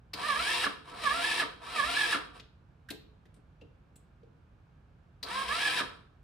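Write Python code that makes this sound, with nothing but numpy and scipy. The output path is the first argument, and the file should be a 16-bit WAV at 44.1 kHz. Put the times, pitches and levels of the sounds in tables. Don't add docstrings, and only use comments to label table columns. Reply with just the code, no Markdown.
import sys
import numpy as np
from scipy import signal
from scipy.fft import rfft, irfft
from scipy.io import wavfile
from scipy.ndimage import uniform_filter1d

SR = 44100
rng = np.random.default_rng(int(sys.argv[2]) if len(sys.argv) > 2 else 0)


def wav_out(sig):
    wavfile.write(sys.argv[1], SR, np.round(np.clip(np.atleast_2d(sig).T, -1, 1) * 32767).astype(np.int16))


N = 274743
T = np.arange(N) / SR
HZ = np.fft.rfftfreq(N, 1 / SR)


def amp(db):
    return 10 ** (np.asarray(db) / 20)


def evened(x):
    return x / np.sqrt(np.mean(x ** 2) + 1e-20)


def look_up(points, hz):
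    row_hz, value = np.transpose(points)
    return np.interp(np.log(hz + 1), np.log(row_hz + 1), value)


def coloured(x, points):
    return irfft(rfft(x) * amp(look_up(points, HZ)), N)


def wander(hz):
    return evened(irfft(rfft(rng.standard_normal(N)) / (1 + (HZ / hz) ** 4), N))


def band(x, low_hz, high_hz):
    return signal.sosfilt(signal.butter(2, [low_hz, high_hz], "band", fs=SR, output="sos"), x)


def resonances(x, modes, leak=0):
    response = sum(amp(db) / (1 + 2j * (HZ - hz) / width) for hz, width, db in modes)
    return irfft(rfft(x) * (leak + response), N)


def bump(t, centre_s, width_s):
    return np.exp(-np.minimum(((t - centre_s) / width_s) ** 2, 20))


def add(mix, start_s, sound):
    part = mix[round(start_s * SR):][:len(sound)]
    part += sound[:len(part)]


# frequency in Hz, relative level in dB.
OUTDOOR_TONE = [(15, -40.5), (25, -16.5), (49, -1.5), (158, -7.5), (196, -14.5), (344, -22.5), (373, -24),
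                (462, -24.5), (637, -26), (1630, -29.5), (1960, -39), (2300, -36), (6370, -53),
                (15000, -66.5)]
# frequency in Hz, likeness from 0 to 1.
OUTDOOR_LIKENESS = [(60, 1), (240, 0.87), (950, 0.13), (3770, 0.27), (15000, 0.47)]
def outdoors(level_db=-58.5, low_cut_hz=38):
    left, other = rfft(rng.standard_normal((2, N)))
    alike = look_up(OUTDOOR_LIKENESS, HZ)
    right = alike * left + np.sqrt(1 - alike ** 2) * other
    air = evened(coloured(irfft(np.array([left, right]), N), OUTDOOR_TONE))
    air = amp(level_db) * air * amp([[-1], [1]])
    return signal.sosfilt(signal.butter(2, low_cut_hz, "high", fs=SR, output="sos"), air)


# pitch in Hz, relative level in dB, seconds to fade by 60 dB.
FRAME_NOTES = [(185, -10, 0.085), (289, 0.5, 0.22), (432, -5.5, 0.44), (833, -19.5, 0.033)]
def thud(rise_s=.0057, panel_db=2, panel_fade_s=.15):
    t = T[:SR // 2]
    frame = sum(amp(db - 60 * t / fade_s) * np.sin(2 * np.pi * (hz * t + rng.random()))
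                for hz, db, fade_s in FRAME_NOTES)
    panels = amp(panel_db - 60 * t / panel_fade_s) * evened(band(rng.standard_normal(len(t)), 150, 570))
    return (frame + panels) * (1 - np.exp(-t / rise_s))


# start in seconds, relative levels of the crack, thud and treble in dB,
# pitch of the ring in Hz, relative level of the ring in dB.
CLICKS_AND_TAPS = [(0.134, -35.5, -51, -49, 4560, -37.5), (2.396, -46.5, -60.5, -77, 5040, -68),
                   (2.887, -50, -86, -61, 1635, -44.5), (2.903, -38, -44, -45.5, 3800, -44.5),
                   (3.254, -67, -66, -81, 1897, -66), (3.341, -69, -80, -80, 8700, -69),
                   (3.362, -72, -65, -86, 8400, -77.5), (3.611, -63.5, -63, -89, 2680, -60),
                   (3.617, -87, -62.5, -89, 451, -49), (3.957, -64.5, -68.5, -66, 8200, -57.5),
                   (4.231, -75.5, -68, -96, 460, -55), (5.228, -39.5, -54, -48, 4400, -35)]
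def clicks(rise_s=.001905, crack_fade_s=.056, treble_fade_s=.066, ring_fade_s=.08, boost_db=1.5):
    out, t = np.zeros(N), T[:SR // 2]
    onset = amp(boost_db) * (1 - np.exp(-t / rise_s))
    for start, crack_db, thud_db, treble_db, ring_hz, ring_db in CLICKS_AND_TAPS:
        noise = rng.standard_normal((3, len(t)))
        crack = amp(crack_db - 60 * t / crack_fade_s) * evened(band(noise[0], 1738, 4600))
        treble = amp(treble_db - 60 * t / treble_fade_s) * evened(band(noise[1], 6500, 14000))
        close_notes = evened(band(noise[2], ring_hz / 1.1, ring_hz * 1.1))[::-1]
        ring = amp(ring_db - 60 * t / ring_fade_s) * close_notes
        add(out, start, onset * (crack + treble + ring + amp(thud_db) * thud()))
    return out


FULL_SPEED_HZ, COAST_HZ = 880, 441.2
BRAKE_LEAD_S, REST_S = .019, .21
# times in seconds of the start, the gears biting and the heaviest load;
# cruising, labouring and free-running speeds in Hz; first and second dips in speed in Hz; extra level
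# before the bite in dB; extra tooth force under load in dB; stall time in seconds; stall strength in dB.
STARTER_HEAVES = [(.133, .243, .337, 660, 524, 892, 5, 10, 5, 3.5, .652, -31),
                  (.925, 1.030, 1.092, 780, 530, 872, 105, 35, -2, 3, 1.415, -34),
                  (1.600, 1.750, 1.818, 780, 537, 866, 105, 70, -2.5, 3.5, 2.144, -32),
                  (5.228, 5.310, 5.470, 558, 480, 848, 30, 85, 3, -7.5, 5.800, -33)]
def gear_speed(spin_up_s=.05, sag_hz_per_s=1750, recover_hz_per_s=2300, climb_hz_per_s=250,
               brake_hz_per_s=9000, drag_every_s=.116, drag_width_s=.026):
    hz = np.full(N, COAST_HZ)
    for start, _, load, cruise_hz, labour_hz, free_hz, *dips_hz, _, _, stall, _ in STARTER_HEAVES:
        during = (T >= start) & (T < stall + REST_S)
        t = T[during]
        since_load = t - load
        spinning_up = cruise_hz * (1 - np.exp(-(t - start) / spin_up_s))
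        loading = np.minimum(spinning_up, labour_hz - sag_hz_per_s * since_load)
        recovery_s = (free_hz - labour_hz) / recover_hz_per_s
        running_free = free_hz + climb_hz_per_s * (since_load - recovery_s)
        running = np.minimum(labour_hz + recover_hz_per_s * since_load, running_free)
        for k, dip_hz in enumerate(dips_hz, 1):
            running -= dip_hz * bump(since_load, k * drag_every_s, drag_width_s)
        braked = running - brake_hz_per_s * np.maximum(t - stall + BRAKE_LEAD_S, 0)
        hz[during] = np.where(since_load < 0, loading, np.maximum(braked, COAST_HZ))
    return uniform_filter1d(hz, size=400)


def count_teeth(hz, flutter=.012, brake_flutter=.035):
    braking = sum(bump(T, stall, .03) for *_, stall, _ in STARTER_HEAVES)
    unsteady_hz = hz * (1 + (flutter + brake_flutter * braking) * wander(140))
    return np.cumsum(unsteady_hz) / SR


def tooth_pressure(free_db=4.5, slack_db=-8.5, brake_db=5):
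    db = np.zeros(N)
    for start, _, load, *_, load_db, stall, _ in STARTER_HEAVES:
        during = (T >= start) & (T < stall + REST_S)
        t = T[during]
        db[during] = (load_db * bump(t, load - .018, .033)
                      + free_db * bump(t, load + .24, .039)
                      + slack_db * bump(t, stall - .065, .03)
                      + brake_db * bump(t, stall, .023))
    return amp(db)


EASE_S, SNAP_S = .045, .008
def heaving(attack_db, slack_db, hold_s, drop_db, drop_s, fade_db_per_s):
    silent_db = -120.0
    db = np.full(N, silent_db)
    for start, bite, *_, early_db, _, stall, _ in STARTER_HEAVES:
        end = stall - BRAKE_LEAD_S + hold_s
        corners = [(start, attack_db + early_db - 9.5), (start + EASE_S, attack_db + early_db),
                   (bite, slack_db + early_db / 2), (bite + SNAP_S, 0), (end, 0),
                   (end + drop_s, drop_db), (end + drop_s + .5, drop_db - .5 * fade_db_per_s)]
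        db = np.maximum(db, np.interp(T, *np.transpose(corners), left=silent_db, right=silent_db))
    return amp(db)


# multiple of the gear speed, relative level in dB.
GEAR_TONES = [(1, -6), (2, 0), (3, -2.5), (4, -4.5), (5, -7), (6, -7)]
# pitch in Hz, width in Hz, relative level in dB.
GEAR_CASE_NOTES = [(702, 36, 0.5), (1040, 50, -8.5), (1157, 99, 4), (1331, 50, 2.5), (1691, 85, 5.5),
                   (2280, 120, -15), (2680, 230, -13), (3230, 150, -10), (3820, 130, -14)]
def whine(teeth, gain, roughness=.33, throb=.64, idler_teeth=19, gain_db=-35):
    tones = sum(amp(db) * (1 + roughness * wander(120)) * np.cos(2 * np.pi * (k * teeth + rng.random()))
                for k, db in GEAR_TONES)
    ringing = resonances(tones, GEAR_CASE_NOTES, leak=amp(-19))
    heard = band(ringing, 620, 9700)
    depth = throb * (np.gradient(teeth) * SR / FULL_SPEED_HZ) ** 2
    wobble = 1 + depth * np.sin(2 * np.pi * teeth / idler_teeth + .89 * wander(31))
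    return amp(gain_db) * gain * heard * wobble


def hum(hz, gain, pitch_ratio=.39, gain_db=-55):
    note = np.sin(2 * np.pi * np.cumsum(hz * pitch_ratio) / SR)
    return amp(gain_db) * gain * (1 + .1 * wander(24)) * note


# frequency in Hz, relative level in dB.
RATTLE_TONE = [(200, -37.5), (800, -24), (1000, -3), (1450, -18), (1750, 0.5), (2000, -7), (2400, -1),
               (3800, -6), (5200, -11), (6500, -22.5), (8000, -15.5), (10300, -16), (12500, -33.5),
               (15000, -32.5)]
# pitch in Hz, width in Hz, relative level in dB.
STEEL_NOTES = [(2260, 42, -2), (2310, 26, 0.5), (2825, 19, -2), (3238, 74, 0), (3800, 120, -2),
               (4115, 42, -5), (4720, 55, -7.5), (5200, 130, -10)]
def rattle(teeth, hz, slack=.028, spread_db=2.5, ring_s=.0043, scrape=.24, gain_db=-36.5, creep_db=-55):
    landings = np.diff(np.floor(teeth + slack * wander(360)), prepend=0)
    blows = landings * amp(spread_db * np.clip(rng.standard_normal(N), -2, 2))
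    ringing = signal.lfilter([1], [1, -np.exp(-2 / (ring_s * SR))], blows ** 2)
    grit = np.sqrt(ringing / ringing.mean() + scrape ** 2) * rng.standard_normal(N)
    contact = evened(grit) + .45 * evened(band(blows, 2200, 15000))
    metal = evened(coloured(contact, RATTLE_TONE)) + .33 * evened(resonances(contact, STEEL_NOTES))
    force = (np.maximum(hz, COAST_HZ) / FULL_SPEED_HZ) ** .9
    force *= heaving(attack_db=-10, slack_db=-3.5, hold_s=.0099,
                     drop_db=-8, drop_s=.049, fade_db_per_s=149)
    return (amp(gain_db) * force + amp(creep_db) * creeping()) * evened(metal)


# pitch in Hz, width in Hz, relative level in dB.
CRANKCASE_NOTES = [(210, 13, -11.5), (317, 7.4, 1.5), (390, 36, -17.5), (506, 51, 6), (721, 50, 7.5),
                   (983, 100, 9.5), (1132.6, 25, 7.5), (1304, 14, 12), (1522, 36, 4.5)]
def churn(hz, lumpy_db=-.4, gain_db=-42.5, creep_db=-52.5):
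    knocking = evened(band(resonances(rng.standard_normal(N), CRANKCASE_NOTES), 130, 2900))
    force = (np.maximum(hz, COAST_HZ) / FULL_SPEED_HZ) ** .8
    force *= heaving(attack_db=-2.5, slack_db=0, hold_s=.078,
                     drop_db=-11.5, drop_s=.061, fade_db_per_s=129)
    return (amp(gain_db) * force + amp(creep_db) * creeping()) * amp(lumpy_db * wander(60)) * knocking


# loudest moment in seconds, level in dB.
AIR_GULPS = [(0.401, -47), (1.138, -48.5), (1.87, -46), (5.496, -48)]
def intake(airbox_hz=62, width_s=.033):
    return sum(amp(db) * bump(T, peak, width_s) * np.sin(2 * np.pi * (airbox_hz * T + rng.random()))
               for peak, db in AIR_GULPS)


def chatter(teeth, width_s=.022, coast_db=-7.5, coast_s=.085, gain_db=-6):
    bursts = np.zeros(N)
    for *_, stall, db in STARTER_HEAVES:
        coast = amp(coast_db) * (T > stall) * np.exp(-abs(T - stall) / coast_s)
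        bursts += amp(db) * (bump(T, stall, width_s) + coast)
    bounces = np.exp(-3 * (teeth / 2 % 1)) * rng.standard_normal(N)
    return amp(gain_db) * bursts * evened(band(bounces, 1100, 1600))


def stall_thuds(gain_db=-7.5):
    out = np.zeros(N)
    for *_, stall, db in STARTER_HEAVES:
        add(out, stall, amp(db + gain_db) * thud())
    return out


# time pressed in seconds, time let go in seconds.
BUTTON_HOLDS = [(.133, 2.384), (5.228, 5.95)]
def creeping():
    held = sum((T > press + REST_S) & (T < release) for press, release in BUTTON_HOLDS)
    busy = sum((T > start + EASE_S) & (T < stall + REST_S) for start, *_, stall, _ in STARTER_HEAVES)
    return uniform_filter1d(1. * held * (busy == 0), size=2200)


# frequency in Hz, reflections against direct sound in dB.
STEREO_WIDTH = [(100, -15), (300, -7), (550, -5), (1100, -8), (2000, -7), (4000, -4), (8000, -6),
                (14000, -3)]
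# frequency in Hz, left level minus right level in dB.
STEREO_BALANCE = [(60, -3), (150, -7), (380, 7), (950, -2), (1500, -5.5), (2380, 2.5), (5980, 2.5),
                  (15000, -2)]
def near_reflections(x, decay_s=.0058):
    t = T[:SR // 10]
    echoes = rng.standard_normal(len(t)) * np.exp(-t / decay_s)
    side = coloured(signal.fftconvolve(x, echoes / np.linalg.norm(echoes))[:N], STEREO_WIDTH)
    balance = amp(np.outer([.5, -.5], look_up(STEREO_BALANCE, HZ)))
    return irfft(rfft([x + side, x - side]) * balance, N)


# frequency in Hz, seconds to fade by 60 dB.
GARAGE_FADES = [(200, 0.54), (1300, 0.33), (4000, 0.45), (9000, 0.24), (15000, 0.29)]
def garage(x, build_s=.0085):
    t = T[:SR * 3 // 4]
    noise = rng.standard_normal((2, len(t))) * (1 - np.exp(-t / build_s))
    hz, seconds, spectrum = signal.stft(noise, SR, nperseg=256)
    fade = amp(-60 * seconds / look_up(GARAGE_FADES, hz)[:, None])
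    tail = signal.istft(spectrum * fade, SR, nperseg=256)[1]
    return signal.fftconvolve(x[None], tail / np.linalg.norm(tail[0]), axes=1)[:, :N]


def scene(starter_echo_db=-8.5, knocks_echo_db=-6.5):
    hz, pressure = gear_speed(), tooth_pressure()
    teeth = count_teeth(hz)
    gain = pressure * heaving(attack_db=-18.5, slack_db=-10, hold_s=.035,
                              drop_db=-22.5, drop_s=.027, fade_db_per_s=196.5)
    tones = whine(teeth, gain) + hum(hz, gain)
    starter = tones + pressure ** .44 * rattle(teeth, hz) + churn(hz) + chatter(teeth)
    knocks = clicks() + stall_thuds()
    echo = garage(amp(starter_echo_db) * starter + amp(knocks_echo_db) * knocks)
    return outdoors() + near_reflections(starter + knocks) + intake() + echo


def record(dry, top_hz=15800):
    low_pass = signal.firwin(511, top_hz, window=("kaiser", 9), fs=SR)
    return signal.oaconvolve(dry, low_pass[None], "same")


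dry = scene()
out = record(dry)
wav_out(out)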